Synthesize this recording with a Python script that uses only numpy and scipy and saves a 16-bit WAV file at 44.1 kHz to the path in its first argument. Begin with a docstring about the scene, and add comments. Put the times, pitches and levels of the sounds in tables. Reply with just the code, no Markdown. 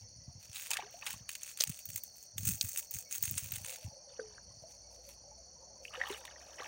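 """Fishing tackle rattles and knocks close by on a calm lake shore at dusk, as the angler casts and winds the reel.
It is noise pushed through resonances; the reel's catch snaps over, and dull bumps ring the microphone's housing.
Gliding, decaying tones make the bubbles of small splashes; crickets in the grass are short sinking tones in strokes.
A far engine hums as one low tone, faint chirps come from along the bank, and shaped noise makes the shore murmur."""
import sys
import numpy as np
from scipy import signal
from scipy.io import wavfile
from scipy.ndimage import uniform_filter1d

SR = 44100
rng = np.random.default_rng(int(sys.argv[2]) if len(sys.argv) > 2 else 0)


def dump_mix(stems):
    """Bounce the given channels to the path in sys.argv[1] as a 16-bit WAV at rate SR."""
    frames = np.atleast_2d(stems).T  # one column per channel
    limited = np.clip(frames, -1, 1)  # hard clip at full scale
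    pcm = np.round(limited * 32767).astype(np.int16)
    wavfile.write(sys.argv[1], SR, pcm)


N = 294147

# slow course of the evening:
# (time [s], low crickets [dB], high crickets [dB], shore murmur and lapping [dB])
EVENING_COURSE = [(0.0, -60.5, -62, -69), (5.89, -60, -62, -61), (6.67, -64.5, -60.5, -53.5)]
# the reel's catch snaps over: (time [s], relative level [dB])
CATCH_SNAPS = [(1.603, -29), (1.6074, -18.5), (1.62, -24.5), (2.611, -19)]


def undb(db):
    """Logarithmic level: 20 dB is a factor of ten in amplitude."""
    return np.exp(np.asarray(db) * (np.log(10) / 20))


def level(x, db=0):
    """Root mean square: scale a signal to a given effective level."""
    return x * undb(db) / np.sqrt(np.mean(x ** 2))


def curves(table):
    """Linear interpolation: the columns of a table over every sample."""
    s, *columns = np.transpose(table)
    return [np.interp(np.arange(N) / SR, s, c) for c in columns]


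def gate(table, fade=0.081):
    """Windowing: 1 from the first to the last time of a table, with linear fades [s] to 0 outside."""
    s = np.arange(N) / SR
    return np.clip(np.minimum(s - table[0][0], table[-1][0] - s) / fade + 1, 0, 1)


def ring(x, modes):
    """Modal superposition: parallel resonances, scaled so that white noise keeps its level."""
    filters = [(undb(db), *signal.iirpeak(hz, hz / width, SR), width) for hz, width, db in modes]
    power = sum(g ** 2 * width for g, b, a, width in filters) * np.pi / SR
    return sum(g * signal.lfilter(b, a, x) for g, b, a, width in filters) / np.sqrt(power)


def walk(rate):
    """Band-limited fluctuation: random values held 1 / rate s and smoothed twice, spread near 1."""
    k = int(SR / rate)
    held = np.repeat(rng.standard_normal(N // k + 1), k)
    return 1.3 * uniform_filter1d(uniform_filter1d(held, k), k)[:N]


def add(out, s, piece):
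    """Linear superposition: mix a piece in at a time [s]."""
    i = int(s * SR)
    out[..., i:i + piece.shape[-1]] += piece[..., :N - i]


def decay(t, t60):
    """Exponential damping: amplitude falls by 60 dB in t60 seconds."""
    return np.exp(-np.log(1000) * t / t60)


def bursts(rows, rise_db_per_s, fall_db_per_s):
    """Exponential envelopes: each burst swells up to its start, holds for its length and dies away; powers add."""
    t = np.arange(0, N / SR, .001)[:, None]  # a coarse grid, 1 ms apart
    s, length, db = np.transpose(rows)
    before = np.maximum(s - t, 0)
    after = np.maximum(t - s - length, 0)
    db = db - rise_db_per_s * before - fall_db_per_s * after
    return np.interp(np.arange(N) / SR, t[:, 0], np.sqrt(np.sum(undb(db) ** 2, axis=1)))


def gliding_tone(db, hz, t60, rise, attack_s=0.00077):
    """Damped oscillation: a sine that glides by `rise` octaves while it fades, as a pocket of air rings."""
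    t = np.arange(int(t60 * SR)) / SR
    phase = 2 * np.pi * np.cumsum(hz * 2 ** (rise * t / t60)) / SR
    attack = np.minimum(t / max(attack_s, 0.91 / hz), 1)
    return undb(db) * attack * decay(t, t60) * np.sin(phase)


def swarm(count, low_hz, octaves, cycles, scatter_db, small_db, rise):
    """Random superposition: gliding tones of random pitch at random moments, rms 1."""
    out = np.zeros(N)
    for when, small, loud, glide in rng.random((count, 4)):
        hz = low_hz * 2 ** (octaves * small)
        db = small_db * small - scatter_db * np.log(1 - loud)
        add(out, when * N / SR, gliding_tone(db, hz, cycles / hz, rise * (glide - .25)))
    return level(out)


def echo(x, t60, wet_db):
    """Diffuse reflection: scattered echoes off grass and bank as a decaying noise tail."""
    t = np.arange(SR // 4) / SR
    tail = rng.standard_normal(SR // 4) * decay(t, t60)
    return x + undb(wet_db) * signal.fftconvolve(x, tail / np.sqrt(np.sum(tail ** 2)))[:N]


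def tackle(per_s=340, pawl_per_s=60, pawl_db=(-4, -2, 8, 4, 7), scatter_db=3.5, colour_db=5, bed_db=-9,
           stir_db=-91, airy_db=-9, crest_db=-9, knock_t60=0.016, grain_s=.0007):
    """Modal excitation: uneven chatter, the reel's ticking pawl and single knocks ring the same modes."""
    # what the tackle rings with, in a dull, a hard, a bright, an airy and a thin group:
    # (frequency [Hz], width [Hz], level [dB])
    tackle_modes = ([(2656, 290, 8.5), (3450, 3560, 6.5)], [(6610, 230, 8.5), (7330, 200, 3.5)],
                    [(8400, 970, 0)], [(10230, 1900, 0)], [(15050, 2800, 15.5)])
    # the tackle is moved about: (start [s], length [s], relative bright level [dB])
    rattle_bursts = [(.43, 0.25, -68), (.55, 0.19, -52.5), (.93, 0.053, -68), (1.06, 0.072, -51.5),
                     (1.43, 0.064, -52), (1.72, 0.056, -53.5), (1.93, 0.034, -54.5), (2.16, 0.069, -61),
                     (2.46, 0.069, -42.5), (2.68, 0.12, -48), (2.97, 0.025, -51.5), (3.14, 0.02, -44),
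                     (3.24, 0.22, -47.5), (3.54, 0.0041, -42), (3.64, 0.12, -52), (3.8, 0.052, -64.5),
                     (4.62, 0.0055, -76.5), (4.71, 0.033, -74.5), (4.91, 0.013, -81), (5.06, 0.015, -68.5),
                     (5.85, 0.024, -61), (6.08, 0.08, -58), (6.4, 0.18, -75.5), (6.62, 0.028, -69)]
    # single knocks: (time [s], relative bright level [dB], dull over bright [dB], thin over bright [dB])
    knock_hits = [(0.7056, -16, -10, 6), (0.712, -23.5, 5.5, -4), (0.7327, -33, 15, -8),
                  (0.769, -40, 20, -6), (1.0638, -41, 16.5, -5), (1.291, -27, 6, 0), (1.315, -23.5, -21, 3),
                  (1.352, -28.5, 7, 4), (1.4182, -32.5, 5, -16), (1.573, -29.5, -6, -7),
                  (1.673, -23, -14, -3), (1.698, -25, -25, 5), (1.854, -34.5, -38, 17),
                  (1.888, -31, -6, 10), (1.901, -29.5, -5, 7), (1.975, -28.5, -43, 1),
                  (2.0352, -28, -44, 11), (2.38, -20.5, -0.5, 13), (2.473, -17.5, -11, 11),
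                  (2.489, -15.5, -13, 0), (2.647, -25.5, -8.5, -9), (2.773, -22.5, -9, -16),
                  (2.9086, -33, -41, 17), (2.9395, -21, -48, 9), (2.986, -24.5, -50, 9),
                  (3.11, -25, -5.5, -9), (3.2249, -19.5, -43, 16.5), (3.254, -19, -18, 4),
                  (3.31, -25, -19, 15), (3.3785, -16, -14, -8), (3.5191, -34.5, 8.5, 25),
                  (5.0885, -38.5, -17, 5), (6.2519, -40, 14, -7)]
    # where the tackle hangs: (time [s], dull over bright [dB], airy over bright [dB], thin over bright [dB])
    tone_course = [(.4, 2, -15, 4.5), (1.7, -3.5, -29, 2), (1.95, -12, -11, 4), (3.0, -12, -20, 4.5),
                   (3.9, 1, -8, 2), (5.1, -2, 1, -2), (6.67, -4.5, -12, 1)]
    # the reel turns from the first to the last: (time [s],)
    winding_span = [(1.27,), (3.9,)]

    chance = rng.random((2, N))
    struck = chance[0] < per_s / SR * undb(4 * walk(25))
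    hits = struck * undb(-scatter_db * np.log(1 - chance[1]))
    teeth = np.cumsum(pawl_per_s * (1 + 0.6 * walk(9.5))) / SR
    ticks = np.diff(np.floor(teeth), prepend=0)
    hits = hits + undb(pawl_db)[:, None] * gate(winding_span) * ticks
    hits = hits * undb(colour_db * rng.standard_normal((len(tackle_modes), N)))  # every scrape favours other modes
    smeared = signal.lfilter([1], [1, -np.exp(-1 / (grain_s * SR))], hits)
    grains = level(smeared) + undb(bed_db)

    # loose parts chatter on for a moment after each knock and snap
    after = [(s, 0.017, db - 28.5) for s, db, *_ in knock_hits + CATCH_SNAPS]
    strength = np.hypot(bursts(rattle_bursts, 458, 302), bursts(after, 1900, 388))
    strength = strength + undb(stir_db + 4.05 * walk(7.3))  # never quite still
    dull_db, airy_tone_db, thin_db = curves(tone_course)
    same_db = 0 * dull_db
    push = strength * grains * undb([dull_db, same_db, same_db, airy_tone_db, thin_db])

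    t = np.arange(SR // 10) / SR
    for (s, db, dull_db, thin_db), long in zip(knock_hits, rng.standard_normal(len(knock_hits))):
        fall = np.minimum(t / 0.0013, 1) * decay(t, knock_t60 * 1.55 ** long)
        group_db = np.array([[dull_db], [0], [0], [airy_db], [thin_db]])
        add(push, s, undb(crest_db + db + group_db) * fall)

    scrape = rng.standard_normal(N)
    dull, hard, bright, airy, thin = (ring(p * scrape, modes) for p, modes in zip(push, tackle_modes))
    thin = undb(-9.0) * ring(thin, tackle_modes[-1])  # the topmost resonance has steep flanks
    mix = dull + (hard + bright) / np.sqrt(2) + airy + thin
    return signal.sosfilt(signal.butter(3, 1000, "high", fs=SR, output="sos"), mix)


def snaps(t60=.017):
    """Impact excitation: hard plastic on metal, a sharp noisy push that rings the catch."""
    # (frequency [Hz], width [Hz], level [dB])
    catch_modes = [(4450, 1300, 7), (5400, 2600, 4), (6250, 180, 12), (623, 160, -1.5)]
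    push, t = np.zeros(N), np.arange(SR // 10) / SR
    for s, db in CATCH_SNAPS:
        add(push, s, undb(db) * decay(t, t60))
    return undb(-2.5) * ring(push * rng.standard_normal(N), catch_modes)


def bumps(per_s=70, start_push=0.26):
    """Structure-borne sound: irregular random pushes, and a small fixed one at each start, ring the housing."""
    # jolts of the housing: (start [s], length [s], level [dB])
    jolt_bursts = [(0.038, 0.023, -48), (0.159, 0.032, -55), (0.28, 0.0086, -51), (0.359, 0.011, -52),
                   (0.496, 0.013, -55), (1.124, 0.039, -57.5), (1.204, 0.033, -58), (1.68, 0.017, -52.5),
                   (1.878, 0.1, -59), (2.363, 0.088, -49.5), (2.427, 0.11, -43), (2.64, 0.022, -48),
                   (2.961, 0.014, -48.5), (3.207, 0.031, -51), (3.284, 0.082, -48), (3.431, 0.21, -53),
                   (3.853, 0.026, -45.5), (4.472, 0.17, -65)]
    # (frequency [Hz], width [Hz], level [dB])
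    housing_modes = [(99.7, 28, 1), (170, 190, -38.5)]
    # sharper blows on the housing: (time [s], peak level [dB], starting frequency [Hz], t60 [s])
    thump_tones = [(1.696, -23.5, 170, 0.034), (2.428, -38, 170, 0.085), (2.486, -32.5, 200, 0.112)]
    pushes = (rng.random(N) < per_s / SR) * rng.standard_normal(N)
    pushes[(np.transpose(jolt_bursts)[0] * SR).astype(int)] = start_push
    soft = signal.sosfilt(signal.butter(3, [45, 230], "band", fs=SR, output="sos"), pushes)
    thud = ring(soft, housing_modes)
    local_rms = np.sqrt(uniform_filter1d(thud ** 2, SR // 12))
    even = thud / (local_rms + 0.37 * thud.std())
    out = bursts(jolt_bursts, 801, 486) * level(even)
    for s, *shape in thump_tones:
        add(out, s, gliding_tone(*shape, rise=-1.0))
    return out


def splashes(lap_db=-6, lap_swell_db=2.2, rise=0.74, sink=-0.175, wash_db=-11, flutter_db=4.5):
    """Bubble resonance: single bubbles rise in pitch near the surface, over a wash, swarms and soft lapping."""
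    # single bubbles: (time [s], relative peak level [dB], starting frequency [Hz], t60 [s])
    bubble_tones = [(0.706, -35, 866, 0.052), (0.771, -18, 1860, 0.0088), (0.793, -28, 780, 0.032),
                    (0.83, -44.5, 385, 0.16), (.865, -46.5, 683, 0.11), (.941, -45.5, 666, 0.17),
                    (1.023, -32.5, 2400, 0.019), (1.025, -48, 830, 0.036), (1.064, -39, 1230, 0.029),
                    (1.139, -42, 1010, 0.026), (4.094, -58, 3450, 0.059), (4.108, -44.5, 470, 0.072),
                    (4.381, -38, 1450, 0.015), (5.852, -27, 2380, 0.0086), (5.88, -35.5, 2670, 0.014),
                    (5.908, -45.5, 1190, 0.043), (6.014, -22, 1815, 0.032), (6.029, -43, 753, 0.11),
                    (6.044, -40, 1010, 0.038), (6.085, -34, 1050, 0.034), (6.103, -32.5, 382, 0.14),
                    (6.145, -34.5, 2730, 0.022), (6.250, -40, 940, 0.017), (6.269, -25, 2655, 0.0038),
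                    (6.361, -43.5, 1800, 0.023), (6.584, -38, 1900, 0.023), (6.602, -32.5, 450, 0.033)]
    # one hollow plop whose tones sink: (time [s], relative peak level [dB], starting frequency [Hz], t60 [s])
    plop_tones = [(4.192, -33.5, 506, 0.061), (4.196, -35.5, 1545, 0.031), (4.196, -37.5, 444.5, 0.28)]
    # swirls of small bubbles: (start [s], length [s], relative level [dB])
    gurgle_bursts = [(.716, 0.075, -48.5), (1.03, 0.068, -54.5), (4.1, 0.24, -68.5), (5.94, 0.13, -48.5),
                     (6.07, 0.043, -46.5), (6.25, 0.01, -55), (6.34, 0.19, -65), (6.59, 0.093, -49.5)]
    lapping = swarm(count=900, low_hz=489.0, octaves=1.111, cycles=90, scatter_db=3.5, small_db=-3, rise=1.0)
    murmur_db = curves(EVENING_COURSE)[2]
    out = undb(murmur_db + lap_db + lap_swell_db * walk(2.674)) * lapping

    fizz = swarm(count=2800, low_hz=700.0, octaves=2.5, cycles=26, scatter_db=2.8, small_db=9, rise=0.98)
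    wash = undb(wash_db) * ring(rng.standard_normal(N), [(1530, 2400, 0)])
    out += bursts(gurgle_bursts, 802, 148) * (fizz + wash)

    single = np.zeros(N)
    for s, *shape in bubble_tones:
        add(single, s, gliding_tone(*shape, rise))
    for s, *shape in plop_tones:
        add(single, s, gliding_tone(*shape, sink))
    out += single * undb(1 - flutter_db * np.abs(walk(110)))  # the churned surface makes them flutter
    return echo(out, 0.057, -6.5)


def crickets(unsteady_db=3.5, fading_db=2.0, slip=1.28, detune=.008, octave_db=-11):
    """Stridulation: each wing stroke is a short tone that sinks in pitch, none quite alike; the grass smears them."""
    # one row per choir: (wing tone [Hz], spread of pitch [Hz], strokes per second [1/s],
    # spread of stroke rate [0-1], stroke share of the period [0-1], level relative to the evening's [dB])
    cricket_kinds = [(4320, 10.2, 41, 0.01, 0.62, -7.5), (4740, 11, 12.8, 0.01, 0.4, -9.5),
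                     (4510, 125, 48, 0.4, 0.9, -6.5), (5834, 270, 68, 0.4, .7, 3),
                     (6640, 130, 39, 0.08, 0.6, -8)]
    # for each choir in turn: (singers [count])
    singer_counts = (1, 1, 11, 16, 4)
    low_db, high_db, _ = curves(EVENING_COURSE)
    t, out, drift = np.arange(N) / SR, 0, walk(1.54)
    for (hz, spread_hz, rate, loose, share, db), count in zip(cricket_kinds, singer_counts):
        choir = 0
        alone = count == 1  # the two nearest are steadier and have an overtone
        rank = (np.arange(count) + rng.random(count)) / count
        pitches = np.log(rank / (1 - rank)) / 1.7  # they fill the range, densest in its middle
        for pitch, (pace, size) in zip(pitches, rng.standard_normal((count, 2))):
            own = np.roll(drift, rng.integers(N))
            beat = rate * (1 + loose * pace) * t + rng.random() * (not alone) + 0.08 * own + 1
            stroke = np.clip(beat % 1 / share, 0, 1)
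            per_stroke = rng.standard_normal((3, 1000))[:, beat.astype(int)]
            force, tune, jump = per_stroke * (.4 if alone else 1)
            wing_hz = hz + spread_hz * np.clip(pitch, -2, 2)
            phase = 2 * np.pi * np.cumsum(wing_hz * (1.008 - .016 * stroke + detune * tune)) / SR
            tone = np.sin(((phase + slip * jump) % (2 * np.pi)).astype(np.float32))
            envelope = np.sin(np.pi * stroke.astype(np.float32))
            swing = undb(0.12 * size + unsteady_db * force + fading_db * own) * envelope
            overtone = alone * undb(octave_db + fading_db * own) * 2 * tone ** 2  # squaring gives the octave
            choir = choir + swing * (tone + overtone)
        out = out + level(choir, db) * undb(low_db if hz < 5000 else high_db)
    out = signal.sosfilt(signal.butter(2, 3000, "high", fs=SR, output="sos"), out)
    return echo(out, 0.35, -8.5)


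def engine():
    """Periodic source: a distant engine reaches the shore as one wavering low tone."""
    # (time [s], frequency [Hz], level [dB])
    engine_course = [(3.95, 53.4, -78), (4.9, 58.2, -66), (5.4, 59.6, -68), (5.6, 63.1, -78),
                     (6.15, 66.4, -65.5), (6.67, 68.7, -73)]
    hz, db = curves(engine_course)
    tone = np.sqrt(2) * np.sin(2 * np.pi * np.cumsum(hz) / SR)
    return gate(engine_course, 0.16) * undb(db + 0.15 * walk(14)) * tone


def chirps(db=-91):
    """Reverberant field: faint drawn-out chirps from far along the bank, their echoes above the direct sound."""
    calls = swarm(count=110, low_hz=1900, octaves=.9, cycles=260, scatter_db=4.0, small_db=-8, rise=0.071)
    return undb(db) * echo(calls, .3, 3)


def air(murmur_level_db=-68, hiss_db=-91.5, gust_depth_db=3.5):
    """Band-filtered noise: a shore murmur of flickering bands, the middle swelling with the ripples, and faint hiss."""
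    # spectrum of the murmur: (frequency [Hz], relative density [dB per Hz])
    air_spectrum = [(25, -36), (54, 2), (205, -7), (286, -17), (418, -14.5), (637, -6), (949, -28.5),
                    (1410, -21.5), (3800, -33.5), (4940, -89)]
    swell_db = curves(EVENING_COURSE)[2]
    swell_db = swell_db - swell_db.mean()
    gust_db = gust_depth_db * walk(3.686)  # light air stirs the bass
    hz, db = np.transpose(air_spectrum)
    out = 0
    for centre in 30 * 2 ** np.arange(0, 7.1, 1 / 3):  # third octaves
        here_db = np.interp(np.log(centre), np.log(hz), db) + 10 * np.log10(centre)
        mode = [(centre, centre / 3, 0)]
        band = ring(ring(rng.standard_normal(N), mode), mode)
        middle, bass = 250 < centre < 1500, centre < 250
        out = out + level(band, here_db) * undb(swell_db * middle + gust_db * bass + 1.06 * walk(3.8))
    hiss = ring(rng.standard_normal(N), [(9450, 5800, 2.5), (16000, 2600, 3.2)])
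    return level(out, murmur_level_db) + level(hiss, hiss_db) * undb(0.91 * walk(7.7))


def scene():
    """Superposition: all sources add at one microphone."""
    close = tackle() + snaps() + bumps() + splashes()
    far = crickets() + engine() + chirps() + air()
    return (close + far)[None]


def record(dry, edge_hz=15850, top_hz=17100):
    """Low-pass response: a steep drop above the microphone's top resonance, then the final cut-off."""
    edge = signal.sosfilt(signal.ellip(8, .2, 70, edge_hz, fs=SR, output="sos"), dry)
    edge = edge + undb(-26) * dry  # a little passes above the drop
    return signal.sosfilt(signal.ellip(8, .2, 70, top_hz, fs=SR, output="sos"), edge)


dry = scene()
out = record(dry)
dump_mix(out)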